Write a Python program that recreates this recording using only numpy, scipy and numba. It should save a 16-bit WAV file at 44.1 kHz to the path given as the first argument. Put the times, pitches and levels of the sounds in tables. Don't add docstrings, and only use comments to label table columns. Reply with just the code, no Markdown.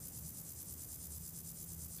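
import sys
import numpy as np
from scipy import signal
from scipy.fft import rfft, irfft
from scipy.io import wavfile
from scipy.ndimage import uniform_filter1d
from numba import njit

SR = 44100
rng = np.random.default_rng(int(sys.argv[2]) if len(sys.argv) > 2 else 0)


def dump_mix(stems):
    frames = np.atleast_2d(stems).T
    limited = np.clip(frames, -1, 1)
    pcm = np.round(limited * 32767).astype(np.int16)
    wavfile.write(sys.argv[1], SR, pcm)


def voltage_ratio(level):
    return 10 ** (np.asarray(level, float) / 20)


N = 88200

# (share of the stroke [0-1], pressure [dB], ringing place on the wing [octaves over 8 kHz])
STROKE = [
    (0., 3, 0.3),
    (.2, -2.5, 0.56),
    (.45, -1.5, 0.),
    (.65, 1.83, 0.087),
    (.82, 2.1, 0.33),
    (1., 1.6, 0.65),
]
# (frequency [Hz], level [dB])
WING = [(2200, -22.5), (3500, -13), (4500, -9.5), (6000, -4.5), (8000, -3.5), (11000, -5.04), (13200, -2.5),
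        (16000, 0)]
# (frequency [Hz], width [Hz], level [dB])
STONES = [(5040, 200, 3), (5600, 150, -4), (6070, 200, 4), (6450, 150, -3), (7500, 500, 2.5),
          (8400, 200, -6), (9100, 400, 2.5), (9880, 100, 1.5), (10550, 300, 2.5), (12000, 300, 3),
          (13950, 180, 3.5), (14450, 200, -1.5), (15050, 300, 1.5)]


def level(x, db):
    return x * voltage_ratio(db) / np.sqrt(np.mean(x ** 2))


@njit
def svf(x, hz, width):
    y, b, l = np.empty(len(x)), 0., 0.
    for i in range(len(x)):
        g = np.tan(np.pi * hz[i] / SR)
        k = width[i] / hz[i]
        v = (b + g * (x[i] - l)) / (1 + g * (g + k))
        b = 2 * v - b
        l = l + 2 * g * v
        y[i] = k * v
    return y


def colour(x, points, bumps=(), size=1024):
    f = np.maximum(np.arange(size // 2 + 1) * SR / size, 1)
    point_hz, point_db = np.array(points).T
    db = np.interp(np.log(f), np.log(point_hz), point_db)
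    for hz, width, gain in bumps:
        db = db + gain * np.exp(-.5 * ((f - hz) / width) ** 2)
    cepstrum = irfft(np.log(voltage_ratio(db)))
    causal = np.r_[cepstrum[0], 2 * cepstrum[1:size // 2], np.zeros(size // 2)]
    return signal.fftconvolve(x, irfft(np.exp(rfft(causal))))[:N]


def walk(rate):
    hold = int(SR / rate)
    steps = np.repeat(rng.standard_normal(N // hold + 1), hold)
    smooth = uniform_filter1d(uniform_filter1d(steps, hold), hold)[:N]
    return smooth / smooth.std()


def hopper(t):
    t = t + .0019
    share, clicks = leg_strokes(t)
    sound = wing_ring(t, share, clicks)
    bounce = .62
    for ms in [.16, .39, .7]:
        gap = np.zeros(int(ms * SR / 1000))
        sound = signal.lfilter(np.r_[bounce, gap, 1], np.r_[1, gap, bounce], sound)
    return level(colour(sound, WING, STONES), -49.5)


def leg_strokes(t):
    # (stroke end [s], last halt of the leg [s], depth of halts [dB], weak after-jerk [dB])
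    strokes = [(-.018, -.03, 8, 0), (.092, .0779, 14, 6), (.1984, .1839, 9, 0), (.3095, .2995, 15, 2),
               (.4195, .4088, 16, 1), (.5269, .5154, 20, 6), (.635, .6256, 18, 0), (.7453, .734, 11, 4),
               (.8548, .8434, 10, 0), (.9643, .9536, 11, 1), (1.0744, 1.0637, 18, 0),
               (1.1861, 1.1718, 9, 0), (1.2985, 1.2866, 18, 7), (1.4184, 1.4127, 16, 0),
               (1.523, 1.5115, 10, 2), (1.6489, 1.6365, 20, 0), (1.7515, 1.7411, 18, 4),
               (1.8695, 1.8557, 15, 0), (1.987, 1.9718, 17, 3), (2.098, 2.085, 11, 0)]
    strengths = [0, 0.15, 0.056, 0.12, .1, 0.11, 0.17, 0.11, .1, .1, 0.068, 0.091, 0.19, .1, 0.14, 0.077,
                 0.031, 0.06, 0.043, .1]
    end, halt, depth, after = np.array(strokes).T
    k = np.clip(np.searchsorted(end, t), 1, len(end) - 1)
    since = t - end[k - 1]
    share = since / (end[k] - end[k - 1])
    place, pressure_db, _ = np.array(STROKE).T
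    db = np.array(strengths)[k] + np.interp(share, place, pressure_db)

    jerk_s, halt_s, halt_fade = .0138, .0011, .56
    jerk = (halt[k] - t) / jerk_s
    back = np.maximum(np.round(jerk), 0)
    halt_shape = np.exp(-.5 * ((jerk - back) * jerk_s / halt_s) ** 2)
    db = db - .9 * np.cos(2 * np.pi * jerk)
    db = db - depth[k] * halt_fade ** back * halt_shape

    pause_db = -9 * (1 + .2 * t)
    pause_s = .011 + .0012 * after[k - 1]
    db = db + pause_db * np.exp(-(since / pause_s) ** 2)
    db = db + after[k - 1] * np.exp(-.5 * ((since - .0085) / .0028) ** 2)

    pegs_per_s, edge_s = 1400, .0006
    pressure = uniform_filter1d(voltage_ratio(db), int(edge_s * SR) + 1)
    return share, pressure * (pegs(pegs_per_s) - pegs(pegs_per_s * 1.5))


def pegs(per_s):
    jitter, scatter_db = 0.28, -2
    wait, strength = rng.standard_normal((N // 8, 2)).T
    at = np.cumsum(np.exp(jitter * wait) / per_s) * SR
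    heard = at < N
    return np.bincount(at[heard].astype(int), voltage_ratio(scatter_db * strength)[heard], N)


def wing_ring(t, share, clicks):
    place, _, octaves = np.array(STROKE).T
    hz = np.clip(8000 * 2 ** np.interp(share, place, octaves), 3000, 16000)
    ring = svf(clicks, hz, 0.96 * hz)

    vein_at, vein_span = 0.43, 0.12
    vein_touch = np.exp(-.5 * ((share - vein_at) / vein_span) ** 2) * voltage_ratio(3 * walk(59.9))
    vein_hz = 8720 * (1 + .02 * walk(30) + 0.031 * (share - vein_at))
    vein = svf(clicks * vein_touch, vein_hz, 550 + 0 * t)

    late = share - 0.74
    cell_touch = np.exp(-.5 * (late / .13) ** 2)
    cell_hz = 10870 * 2 ** (1.0 * late)
    cell = svf(clicks * cell_touch, cell_hz, 700 + 0 * t)

    bare_clicks = voltage_ratio(-7.5) * clicks
    return ring + bare_clicks + (level(vein, -10) + level(cell, -12)) * ring.std()


def stem(t):
    # (frequency [Hz], width [Hz], level [dB])
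    stem_modes = [
        (2440, 500, -2),
        (3490, 380, 0),
        (4474, 320, 6.5),
    ]
    tick_s, t60_s = 1.983, 0.12
    decay = voltage_ratio(-60 * np.maximum(t - tick_s, 0) / t60_s)
    burst = rng.standard_normal(N) * (t > tick_s) * decay
    tick = sum(voltage_ratio(db) * svf(burst, hz + 0 * t, width + 0 * t) for hz, width, db in stem_modes)
    return voltage_ratio(-63.5) * 5 * tick


def chorus(t):
    hiss = rng.standard_normal(N) * voltage_ratio(1.5 * walk(38.27))
    hiss = hiss + voltage_ratio(3) * svf(hiss, 13000 + 0 * t, 6000 + 0 * t)
    return level(colour(hiss, WING, STONES), -64)


def town(t):
    # (frequency [Hz], level [dB per Hz])
    rumble_colour = [(15, -51.5), (25, -24), (70, 0), (119, -3), (157, -4), (211, -9.5), (455, -20),
                     (746, -25.5), (2800, -35), (3640, -38), (6160, -120)]
    # (time [s], frequency [Hz], level [dB])
    drone = [(0.0, 98.9, -53), (0.03, 95.8, -70), (0.1, 76.5, -59.5), (0.21, 79.1, -55), (0.31, 69.6, -57),
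             (0.37, 69.2, -68), (0.57, 88.3, -68.5), (0.63, 80.3, -94), (0.71, 78.5, -52),
             (0.82, 77.8, -67), (0.86, 82.46, -64), (1.07, 76.7, -56), (1.3, 80.07, -60.5),
             (1.55, 79.8, -69), (1.63, 89.3, -61.5), (1.71, 81.26, -59), (1.87, 77.2, -53), (2.0, 98, -87)]
    # (time [s], frequency [Hz], level [dB])
    hum = [(0.0, 162.2, -65), (0.02, 162.6, -61.5), (0.18, 163.8, -71.5), (0.26, 158, -47),
           (0.28, 167.7, -66), (0.48, 162.6, -60.5), (0.49, 172, -81), (0.51, 167.3, -78.5),
           (0.76, 166.9, -63), (0.95, 163, -74), (1.0, 162.3, -74), (1.03, 165.1, -65.5),
           (1.46, 165.6, -57), (2.0, 166.2, -58)]
    rumble = colour(rng.standard_normal(N), rumble_colour, size=8192) * voltage_ratio(.5 * walk(2.3))
    return level(rumble, -56) + engine(t, drone) + engine(t, hum)


def engine(t, curve):
    s, hz, db = np.array(curve).T
    db = uniform_filter1d(np.interp(t, s, db), SR // 50) + 0.25 * walk(6.6)
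    phase = 2 * np.pi * np.cumsum(np.interp(t, s, hz)) / SR
    return np.sqrt(2) * voltage_ratio(db) * np.sin(phase)


def scene():
    t = np.arange(N) / SR
    return np.tile(hopper(t) + stem(t) + chorus(t) + town(t), (2, 1))


def top_cut(x):
    return signal.sosfilt(signal.butter(12, 16170, fs=SR, output="sos"), x)


def record(dry):
    low_pass = signal.ellip(12, .3, 60, 15500, fs=SR, output="sos")
    mix = signal.sosfilt(low_pass, dry)
    return top_cut(mix)


dry = scene()
out = record(dry)
dump_mix(out)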